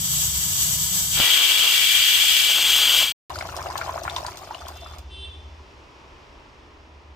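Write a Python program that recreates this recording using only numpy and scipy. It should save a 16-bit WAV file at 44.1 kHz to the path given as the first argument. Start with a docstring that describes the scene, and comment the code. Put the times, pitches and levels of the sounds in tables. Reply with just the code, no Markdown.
"""Pressure cooker and open curry pot

A pressure cooker hisses over a droning burner; its weight lifts with a puff and steam blows a shrill whistle.
The jet is coloured noise sounding the vent's resonances; the drone is noise in low resonances.
After a cut and a short silence, curry boils with plops and spits, each a ringing bubble, then fades.
Out in the street an engine hums and a horn toots three times, ever louder, both built from sines.
A fan hums throughout, and filtered noise makes the kitchen air and the stove flame.
"""
import sys
import numpy as np
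from scipy import signal
from scipy.fft import rfft, irfft
from scipy.io import wavfile
from scipy.ndimage import uniform_filter1d

SR = 44100
rng = np.random.default_rng(int(sys.argv[2]) if len(sys.argv) > 2 else 0)


def output_pcm(signal):
    """Save a mono or channel-first signal as 16-bit PCM at the path in sys.argv[1].

    Samples are clipped to [-1, 1] before scaling.
    """
    pcm = np.clip(np.atleast_2d(signal).T, -1, 1) * 32767
    wavfile.write(sys.argv[1], SR, np.round(pcm).astype(np.int16))


N = 315315
TIME = np.arange(N) / SR
FREQS = np.maximum(np.arange(N // 2 + 1) * SR / N, 1)
CUTOFF_HZ = 15480   # top of the sound


def from_db(db):
    """Decibels to gain."""
    return 10 ** (np.asarray(db) / 20)


def rms_one(x):
    """Scale so that the middle of the stereo image has rms 1."""
    return x / np.sqrt(np.mean(np.atleast_2d(x).mean(axis=0) ** 2) + 1e-20)


def in_time(rows):
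    """Each column of a curve at every sample."""
    s, *columns = np.transpose(rows)
    return [np.interp(TIME, s, c) for c in columns]


def at_hz(points, hz=FREQS):
    """Read a spectrum on a log-frequency axis."""
    f, value = np.transpose(points)
    return np.interp(np.log(hz), np.log(f), value)


def colour(points):
    """Gain of a spectrum, falling steeply past its ends."""
    below = 1 + (points[0][0] / FREQS) ** 8
    above = 1 + (FREQS / points[-1][0]) ** 8
    return from_db(at_hz(points)) / np.sqrt(below * above)


def resonances(peaks):
    """Gain of a set of resonances whose powers add."""
    power = 0
    for hz, width, db in peaks:
        detuning = (FREQS / hz - hz / FREQS) * hz / width
        power = power + from_db(db) ** 2 / (1 + detuning ** 2) ** 1.8
    return np.sqrt(power)


def filtered(x, gain):
    """Apply a gain per frequency."""
    return irfft(rfft(x) * gain, N)


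def noise(gain, likeness):
    """Stereo noise of a given colour and left-right likeness; rms 1."""
    alike = np.clip(likeness, -.95, .999)
    mid = filtered(rng.standard_normal(N), gain)
    side = filtered(rng.standard_normal(N), gain * np.sqrt((1 - alike) / (1 + alike)))
    return rms_one(mid + side * [[1], [-1]])


def drift(rate):
    """Random wander of spread 1; a higher rate in Hz wanders faster."""
    return rms_one(filtered(rng.standard_normal(N), 1 / (1 + (FREQS / rate) ** 2)))


def ring(clicks, hz, t60):
    """A unit click sets a sine of starting height 1 ringing, 60 dB down after t60 seconds."""
    r, w = from_db(-60 / (t60 * SR)), 2 * np.pi * hz / SR
    return signal.lfilter([0, np.sin(w)], [1, -2 * r * np.cos(w), r * r], clicks + 1e-18)


def add(out, s, sound):
    """Mix a short stereo sound in at time s."""
    i = int(s * SR)
    out[:, i:i + sound.shape[-1]] += sound[:, :N - i]


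def echoes(x, t60, wet_db):
    """Dense reflections that die away, different at each ear."""
    t = TIME[:int(t60 * SR)]
    tail = rng.standard_normal((2, len(t))) * from_db(-60 * t / t60)
    tail /= np.sqrt(np.sum(tail ** 2, axis=1, keepdims=True))
    return x + from_db(wet_db) * signal.fftconvolve(np.atleast_2d(x), tail, axes=1)[:, :N]


LIFT_S, LIFT_TAKES_S = 1.104, 0.097   # the weight starts to rise; time until the vent is open
WHISTLE_DB, HISS_DB, RUSH_DB = -21, -22, -38   # base levels, shifted over time below
WHISTLE_CATCH_DB = 31.5   # the whistle is this much weaker while the vent is barely open
GUST_DB, GUST_S = 7, 0.082   # extra rush around the moment the vent opens; its time constant
SINK_S, SINK_DB, SINK_TAKES_S = 3.028, 11, .045   # the blow sinks: when, how far at most, time constant
# steam leaking under the seated weight: (time [s], relative level [dB])
LEAK_FLOW = [(0, -27), (.05, -26), (.33, -26), (.44, -23.5), (.51, -26.5), (.62, -23), (.7, -24.5),
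             (1.1, -24.5)]
# colour of the leak: (frequency [Hz], relative density [dB per Hz])
LEAK_HISS = [(250, -16), (500, -22.5), (1070, -14), (1300, -19.5), (1600, -18), (2650, -15.5), (3100, -7),
             (4200, -11), (5400, -7.5), (7900, -6.5), (9700, -12), (11600, -13), (13000, -5.5),
             (14300, -11), (15500, -7)]
# resonances of the narrow gap: (frequency [Hz], width [Hz], relative level [dB])
GAP_RESONANCES = [(4630, 170, -9), (5910, 160, -3), (6500, 60, -4.5), (6600, 80, -1.5), (7000, 140, -6),
                  (7330, 250, -5), (7820, 340, -2), (13100, 360, -4.5)]
# colours of the jet's hiss and low rush: (frequency [Hz], relative density [dB per Hz])
JET_HISS = [(880, -45.5), (1500, -16), (2050, -14), (2330, -4.5), (2520, -7), (3280, -1.5), (3580, -7),
            (4020, -11.5), (4660, -13.5), (5500, -15.5), (6400, -15.5), (6900, -13), (7350, -14.5),
            (7950, -13.5), (10200, -23.5), (11900, -23.5), (13300, -13.5), (14200, -15), (15500, -18.5)]
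JET_RUSH = [(100, -22.5), (230, -13.5), (300, -9), (420, -9), (700, -5), (1400, -1), (1550, -1),
            (2000, -17)]
# resonances of the vent and the hollow weight: (frequency [Hz], width [Hz], relative level [dB])
VENT_RESONANCES = [(1927, 35, -12.5), (1997, 30, -14), (2240, 70, -15), (2370, 60, -8.5), (2690, 80, -8),
                   (2801, 55, -2), (2964, 40, -1), (3038, 40, -0.5), (3173, 40, 1.5), (3275, 90, 0.5),
                   (3390, 40, 2.5), (3616, 35, -8), (3830, 110, -11), (4009, 35, -13), (4138, 35, -13),
                   (4314, 50, -14), (4590, 80, -9), (4680, 80, -10.5), (4986, 35, -14)]
# shifts within the jet: (time [s], whistle above 2.5 kHz [dB], whistle below it [dB], hiss [dB], low rush [dB])
JET_BALANCE = [(1.3, -1.6, 4, 0.3, -0.5), (1.65, 0, -7.5, -0.7, 2), (1.8, -1.5, 5.5, 0, -3),
               (2.15, -1.2, 0.5, 0.5, -3.5), (2.45, -1.5, 0.5, 0.8, -2.5), (2.56, -0.5, -1.5, 0, 1.5),
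               (2.8, 3, -2, 1, 1), (3.02, 2, -2.5, 1, 3.5)]
# stereo spread: (time [s], width factor [-])
STEAM_WIDTH = [(0, 1.2), (2.4, 1.05), (2.62, 0.12), (3.12, 0.083)]
# tilt of the stereo image: (frequency [Hz], left minus right [dB])
STEAM_BALANCE = [(60, -9.5), (99, -5.5), (160, 1), (270, 3), (450, 0), (740, 1), (1220, 1), (2010, -1),
                 (3330, 5.5), (5700, 2), (7500, 6.5), (8700, 1), (15000, 0)]
# phase between the sides: (frequency [Hz], lead of the left [radians])
STEAM_PHASE = [(200, -0.022), (1100, 0.55), (2300, 0.055), (3200, -0.65), (4500, -0.25), (7000, -0.36)]


def steam():
    """The thin leak gives way to the full jet, whose turbulence sounds the vent's resonances."""
    (leak_db,), (spread,) = in_time(LEAK_FLOW), in_time(STEAM_WIDTH)
    shrill_db, hollow_db, hiss_db, rush_db = in_time(JET_BALANCE)
    lifted = np.clip((TIME - LIFT_S) / LIFT_TAKES_S, 0, 1)   # 0 is seated, 1 is open
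    sunk_db = SINK_DB * (1 - np.exp(-np.maximum(TIME - SINK_S, 0) / SINK_TAKES_S))
    gust_db = GUST_DB * np.exp(-np.abs(TIME - LIFT_S - LIFT_TAKES_S) / GUST_S)
    whistle_db = WHISTLE_DB - WHISTLE_CATCH_DB * (1 - lifted)

    gap = np.hypot(colour(LEAK_HISS), from_db(3.5) * resonances(GAP_RESONANCES))
    leak_likeness = at_hz([(1000, 0.9), (3000, 0.2), (7000, 0.19), (13000, 0.112)])
    leak = from_db(leak_db - 1.24 + 1.48 * drift(6.9)) * noise(gap, leak_likeness)

    vent = noise(resonances(VENT_RESONANCES), 0.88)
    hollow = filtered(vent, 1 / (1 + (FREQS / 2520) ** 48))
    tones = from_db(hollow_db) * hollow + from_db(shrill_db) * (vent - hollow)
    whistle = from_db(whistle_db + 0.7 * drift(32)) * tones

    roar = colour(JET_HISS) * from_db(at_hz([(1800, -3), (3100, -4.5), (5200, -1.0)]))
    hiss_likeness = at_hz([(2000, 0.35), (4500, 0.18), (7500, 0.51), (13000, 0.16)])
    hiss = from_db(HISS_DB + hiss_db + 0.83 * drift(27)) * noise(roar, hiss_likeness)
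    rush = from_db(RUSH_DB + rush_db + gust_db + 1.4 * drift(30)) * noise(colour(JET_RUSH), 0.64)

    # reflections from the lid and the wall tiles comb the hiss
    combed = echoes(np.sqrt(1 - lifted ** 2) * leak + lifted * hiss, t60=.1, wet_db=-5.0)
    jet = (combed + lifted ** 2 * (whistle + rush)) * from_db(-sunk_db)
    centre = jet.mean(axis=0)
    jet = centre + spread * (jet - centre)   # the image narrows late in the blow
    half = np.array([[.5], [-.5]])   # half of each difference goes to each side
    return filtered(jet, from_db(at_hz(STEAM_BALANCE) * half) * np.exp(1j * at_hz(STEAM_PHASE) * half))


# the weight lifts: (time [s], relative level [dB])
PUFFS = [(1.192, -29.5), (1.201, -18.5)]
# dull tones of the thump: (frequency [Hz], relative level [dB], time to fall 60 dB [s])
PUFF_MODES = [(63.8, -6.5, 0.064), (120, -23, 0.058), (284, -4, 0.028), (710, 4.5, 0.0048),
              (1300, -16, .012)]


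def puff():
    """The first gusts from under the weight thump dully, as clicks ringing short tones."""
    kicks = np.zeros(N)
    for s, db in PUFFS:
        kicks[int(s * SR)] = from_db(db)
    thump = sum(from_db(db) * ring(kicks, hz, t60) for hz, db, t60 in PUFF_MODES)
    return echoes(thump, t60=.12, wet_db=-8.5)


DRONE_DB, DRONE_DROP_DB, DRONE_FADE_S = -36.5, 19, 0.089   # the drone falls back once the vent is open
# resonances of the drone: (frequency [Hz], width [Hz], relative level [dB])
DRONE_PEAKS = [(67.3, 24, -3), (92, 22, -5), (129.3, 11, -0.5), (157, 9.8, 0.5), (178.7, 15, -5.5)]


def burner():
    """The flame drones in a few low resonances."""
    dropped = np.clip((TIME - LIFT_S - LIFT_TAKES_S) / DRONE_FADE_S, 0, 1)
    bed = from_db(-33.0) / (1 + (FREQS / 90) ** 2)
    return from_db(DRONE_DB - DRONE_DROP_DB * dropped) * noise(resonances(DRONE_PEAKS) + bed, 0.99)


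def bubbling(spectrum, per_s, cycles, size_db, largest, clump_db):
    """Small bubbles burst at random, in clumps, each ringing a few cycles at its own pitch and place."""
    at = np.flatnonzero(rng.random(N) < per_s * from_db(clump_db * drift(14)) / SR)
    count = len(at)
    sizes = from_db(size_db * np.minimum(rng.exponential(1, count), largest)) * rng.choice([-1, 1], count)
    sizes = sizes * from_db(rng.normal(0, 3.4, count) * np.array([[1], [-1]]))   # place from left to right
    # the right ear is farther
    late = np.minimum(at + (rng.uniform(0, 0.00019, count) * SR).astype(int), N - 1)
    pitches = np.geomspace(spectrum[0][0], min(spectrum[-1][0], CUTOFF_HZ), 24)
    dealt, out = rng.integers(0, len(pitches), count), 0
    for k, hz in enumerate(pitches):
        clicks = np.zeros((2, N))
        mine = dealt == k
        clicks[0, at[mine]] = sizes[0, mine]
        clicks[1, late[mine]] = sizes[1, mine]
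        # high bubbles are brief and cover a wide band, so they need more height
        out = out + hz * from_db(at_hz(spectrum, hz)) * ring(clicks, hz, cycles / hz)
    low_cut = signal.butter(2, spectrum[0][0] * 2.16, "high", fs=SR, output="sos")
    return rms_one(signal.sosfilt(low_cut, out))


OPENING_CYCLES = .55   # time constant of a bubble's onset, in cycles of its pitch


def bursts(rows, rise, crack_db, spray_db):
    """Single bubbles: the film snaps, the cavity rings and rises in pitch, and torn film spatters after it."""
    out, t = np.zeros((2, N)), TIME[:SR // 12]
    for s, db, hz, cycles in rows:
        age = t * hz / cycles   # at 1 the ring is 60 dB down
        lead = rng.normal(0.76, 0.45) * np.array([[.5], [-.5]])   # each bursts at its own place in the pot
        turns = np.cumsum(1 + rise * (np.minimum(age, 1) - .2)) / SR
        tone = np.sin(2 * np.pi * hz * turns + lead)
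        band = signal.butter(2, [hz * .6, min(hz * 1.7, CUTOFF_HZ)], "band", fs=SR, output="sos")
        snap, *spray = rms_one(signal.sosfilt(band, rng.standard_normal((3, len(t))))) / np.sqrt(3)
        pop = (tone + from_db(crack_db) * snap) * from_db(-60 * age)
        spatter = np.array(spray) * from_db(spray_db - 60 * t / 0.089)
        opening = 1 - np.exp(-t * hz / OPENING_CYCLES)
        add(out, s, from_db(db) * opening * (pop + spatter))
    return out


PLOP_DB, SPIT_DB = -38.5, -47.5   # fine bubbling at 0 dB of vigour
SPIT_FOLLOWS = 1.0   # dB per dB of vigour
SPIT_CYCLES = 51   # a spit rings this many cycles until 60 dB down
KITCHEN_T60_S, KITCHEN_WET_DB = .22, -11
# vigour of the boil: (time [s], level [dB])
BOIL = [(3.3, 1), (3.85, -0.5), (4.28, -1.5), (4.38, -5), (4.95, -10), (5.05, -17)]
# colours of the fine plops and spits: (frequency [Hz], relative density [dB per Hz])
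PLOP_COLOUR = [(250, -23), (450, -3), (560, -11), (660, 9.5), (850, -0.5), (1140, -1), (1470, -5.5),
               (1840, -31), (2300, -13), (3200, -35)]
SPIT_COLOUR = [(2000, 6), (3400, -7), (5600, -6.5), (7700, -18.5), (12000, -24.5), (15500, -25)]
# the biggest bubbles: (time [s], relative peak [dB], pitch around which it rises [Hz], ring [cycles])
PLOPS = [(3.301, -21, 1010, 14), (3.329, -24, 824, 11), (3.358, -24, 1360, 19), (3.408, -23.5, 700, 9.6),
         (3.411, -20.5, 1550, 22), (3.424, -22, 790, 23), (3.451, -19, 1070, 13), (3.486, -25, 842, 13),
         (3.489, -25, 1400, 22), (3.525, -24, 1270, 25), (3.568, -24, 680, 14), (3.586, -18, 900, 7.7),
         (3.594, -19, 1050, 11), (3.607, -30, 890, 12), (3.657, -23.5, 680, 13), (3.659, -21.5, 1250, 17),
         (3.666, -18.5, 750, 18), (3.7, -21, 980, 16), (3.708, -21.5, 1050, 18), (3.755, -10.5, 1010, 9.5),
         (3.786, -17.5, 867, 15), (3.813, -14.5, 1470, 25), (3.862, -22, 960, 13), (3.879, -17, 900, 12),
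         (3.892, -15, 1020, 20), (3.939, -21, 670, 18), (3.959, -16, 840, 12), (3.977, -17.5, 1220, 19),
         (4.018, -23, 640, 12), (4.051, -13.5, 900, 10), (4.059, -21, 1080, 14), (4.078, -13.5, 1430, 25),
         (4.08, -23, 800, 13), (4.128, -26, 1000, 13), (4.164, -20, 1050, 34), (4.181, -19, 1000, 22),
         (4.227, -22, 624, 11), (4.248, -17, 990, 19), (4.282, -20, 990, 21), (4.372, -30, 781, 10),
         (4.49, -26, 660, 6), (4.508, -20.5, 935, 41), (4.619, -30.5, 1250, 36), (4.652, -26.5, 705, 14),
         (4.668, -27, 1090, 13), (4.688, -28.5, 1060, 25), (4.761, -33, 745, 12), (4.861, -28, 1300, 21),
         (4.936, -31.5, 1250, 24)]
# the sharpest spits: (time [s], relative peak [dB], pitch around which it rises [Hz])
SPITS = [(3.357, -27, 4600), (3.388, -21, 4950), (3.409, -21.5, 2190), (3.566, -22, 5460),
         (3.627, -26.5, 5500), (3.668, -31, 2800), (3.703, -28, 5000), (3.775, -30, 4620),
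         (3.813, -25.5, 2300), (4.035, -24.5, 5820), (4.078, -31, 2270), (4.098, -20, 3630),
         (4.163, -13, 3650), (4.265, -18.5, 4770), (4.373, -34, 6230), (4.5463, -24.5, 2920),
         (4.608, -34, 4850), (4.66, -32.5, 3240), (4.681, -34, 5910)]


def curry():
    """Thick plops and fine spitting, a little to the left, with the echo of the pot and the kitchen."""
    vigour_db, = in_time(BOIL)
    fade, = in_time([(4.98, 0.97), (5.05, 0.022)])
    plops = from_db(PLOP_DB + vigour_db) * bubbling(
        PLOP_COLOUR, per_s=500, cycles=20, size_db=1.5, largest=2.0, clump_db=1.37)
    spits = from_db(SPIT_DB + SPIT_FOLLOWS * vigour_db) * bubbling(
        SPIT_COLOUR, per_s=740, cycles=64, size_db=1.4, largest=4.5, clump_db=2.5)

    thick = signal.butter(2, [500, 2200], "band", fs=SR, output="sos")
    big = signal.sosfilt(thick, bursts(PLOPS, rise=0.49, crack_db=-19.0, spray_db=-18.5))
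    big = from_db(1.5) * echoes(big, t60=.04, wet_db=-7.5)
    spit_rows = [(*row, SPIT_CYCLES) for row in SPITS]
    sharp = from_db(-0.1) * bursts(spit_rows, rise=0.1, crack_db=-14.0, spray_db=-16.5)

    pot = fade * (plops + spits + sizzle(vigour_db)) + big + sharp
    return echoes(pot, KITCHEN_T60_S, KITCHEN_WET_DB) * from_db([[1.3], [-1.7]])


SIZZLE_DB, SNAPS_PER_S = -53, 900   # steady level at 0 dB of vigour; rate of snaps
SIZZLE_RISE_S, SIZZLE_FADE_S = .004, 0.011   # rise time and fade time constant of a flare
# splashes sizzle on the hot wall: (time [s], relative level [dB])
SIZZLES = [(3.563, -44), (3.773, -31.5), (4.032, -43), (4.162, -42), (4.177, -54), (4.37, -41),
           (4.678, -37.5), (4.76, -49), (4.982, -46.5)]
# colour of the sizzle: (frequency [Hz], relative density [dB per Hz])
SIZZLE_COLOUR = [(2500, 2.5), (5500, 2), (8500, -4.5), (12300, -9), (13200, -4), (15500, -4)]


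def sizzle(vigour_db):
    """Curry fries on the hot wall in countless tiny snaps, flaring up wherever a splash lands."""
    flare = 0
    for s, db in SIZZLES:
        rise = np.clip((TIME - s) / SIZZLE_RISE_S, 0, 1)
        flare = flare + from_db(db) * rise * np.exp(-np.maximum(TIME - s, 0) / SIZZLE_FADE_S)
    happens = rng.random(N) < SNAPS_PER_S / SR
    heights = from_db(3.6 * np.minimum(rng.exponential(1, N), 4))
    snaps = happens * heights * rng.choice([-1, 1], N)
    crackle = rms_one(filtered(echoes(snaps, t60=.012, wet_db=10.0), colour(SIZZLE_COLOUR)))
    return (from_db(SIZZLE_DB + vigour_db) + flare) * crackle


HORN_HZ = 388.3   # base pitch
HORN_RESONANT, HORN_RESONANT_DB = 9, -2   # the resonant multiple and its level at the start of a toot
HORN_SWELL_DB = 12.5   # its growth through a toot
STREET_T60_S, STREET_DB = 0.65, -5   # lingering echo of each partial
# horn toots: (start [s], end [s], relative level [dB])
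TOOTS = [(4.44, 4.63, -60.5), (4.73, 4.9, -52.5), (5.111, 5.274, -44)]
# steady partials: (multiple of the base pitch [-], relative level [dB])
HORN_PARTIALS = [(1, -11), (7, -5), (8, -1.5), (10, -7.5), (11, -20), (12, -22), (13, -25), (14, -27),
                 (22, -19), (23, -23), (24, -29), (25, -32), (26, -34)]


def horn():
    """A buzzing diaphragm far off; its resonant partial swells in each toot and street echoes prolong it."""
    held, swelling = 0, 0
    for start, end, db in TOOTS:
        on = from_db(db) * ((TIME > start) & (TIME < end))
        held = held + on
        swelling = swelling + on * from_db(HORN_SWELL_DB * np.clip((TIME - start) / (end - start), 0, 1))
    phase = 2 * np.pi * np.cumsum(HORN_HZ * (1 + 0.0011 * drift(45))) / SR
    r = from_db(-60 / (STREET_T60_S * SR))

    def partial(k, gate):
        """The direct tone, and its echo that builds up and dies away between the houses, wavering."""
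        direct = uniform_filter1d(gate, SR // 22) * np.sin(k * phase + 0.45 * drift(28))
        lingering = signal.lfilter([1 - r], [1, -r], gate) * np.cos(k * phase + 1.2 * drift(26))
        return (direct + from_db(STREET_DB) * lingering) * from_db(2.2 * drift(20))

    buzz = sum(from_db(db) * partial(round(k), held) for k, db in HORN_PARTIALS)
    resonant = from_db(HORN_RESONANT_DB) * partial(HORN_RESONANT, swelling)
    return echoes(buzz + resonant, t60=0.55, wet_db=-5.0)


REV_RAMP_S, BOOM_DB = .1, -4.5   # rise and fall of a swell; the boom relative to the note
# the engine swells: (start [s], end [s], mean level [dB], mean firing rate [Hz])
REVS = [(3.251, 4.3, -47, 82.2), (4.605, 5.62, -44, 77.3), (6.674, 7.3, -50, 73.6)]


def engine():
    """Only the firing note of an engine, faint overtones and a low boom come through the walls."""
    out, wander, boom = 0, 1.465 * drift(6.3), noise(resonances([(62.5, 8.8, 0)]), 0.98)
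    for start, end, db, hz in REVS:
        swell = np.clip(np.minimum(TIME - start, end - TIME) / REV_RAMP_S + .5, 0, 1)
        phase = 2 * np.pi * np.cumsum(hz + wander) / SR
        overtones = np.sin(2 * phase) + np.sin(3 * phase)
        note = rms_one(np.sin(phase) + from_db(-25.0) * overtones)
        out = out + from_db(db) * swell * (note + from_db(BOOM_DB) * boom)
    return out * from_db(0.63 * drift(23))


HUM_HZ, HUM_DB = 65.2, -55.5   # mean pitch and level of the fan


def hum():
    """A fan motor hums as a sine, wavering in pitch and loudness."""
    phase = 2 * np.pi * np.cumsum(HUM_HZ + 1.22 * drift(8.7)) / SR
    return from_db(HUM_DB) * rms_one(np.sin(phase) * (1 + 0.57 * drift(22)))


STOVE_DB, STOVE_FOLLOWS = -43, 1   # level at 0 dB of vigour; dB per dB of vigour
# kitchen air: (time [s], relative murmur of the street [dB], relative hiss [dB])
AIR = [(5.05, -55, -65.5), (6.12, -51.5, -66), (7.15, -55.5, -71)]
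# colours of the murmur, hiss and flame under the open pot: (frequency [Hz], relative density [dB per Hz])
AIR_LOW = [(20, -15), (30, -14), (45, -8.5), (100, -15.5), (135, -18), (177, -24), (310, -15.5), (400, -16),
           (700, -23.5), (980, -16.5), (1470, -27), (2430, -27), (3000, -27.5)]
AIR_HISS = [(1500, -8), (1900, -26), (2430, -0.5), (3860, -7), (5300, -3.5), (9700, -26), (15000, -32)]
STOVE = [(50, -13), (90, 1.5), (140, -3), (240, -19.5), (380, -1), (450, -32), (600, 0.5)]


def kitchen_air():
    """Dull street noise and soft hiss, as coloured noise; the stove flame dies down with the boil."""
    low_db, hiss_db = in_time(AIR)
    stove_db = STOVE_DB + STOVE_FOLLOWS * in_time(BOIL)[0]
    street_likeness = at_hz([(100, 0.94), (400, 0.69), (2000, 0.029)])
    street = from_db(low_db + 2.5 + 0.27 * drift(5.3)) * noise(colour(AIR_LOW), street_likeness)
    hiss = from_db(hiss_db + 5.5) * noise(colour(AIR_HISS), 0.92)
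    flame = from_db(stove_db) * noise(colour(STOVE), 0.99)
    return street + hiss + flame


CUT_OUT_S, CUT_IN_S = 3.121, 3.297   # the cooker stops; the open pot starts


def scene():
    """The cooker, a moment of silence, then the open pot."""
    fan = hum()
    cooker = steam() + burner() + puff() + fan
    open_pot = curry() + kitchen_air() + engine() + horn() + fan
    return cooker * (TIME < CUT_OUT_S) + open_pot * (TIME > CUT_IN_S)


def record(dry):
    """The top is cut steeply."""
    return signal.sosfilt(signal.ellip(12, .1, 90, CUTOFF_HZ, fs=SR, output="sos"), dry)


dry = scene()
out = record(dry)
output_pcm(out)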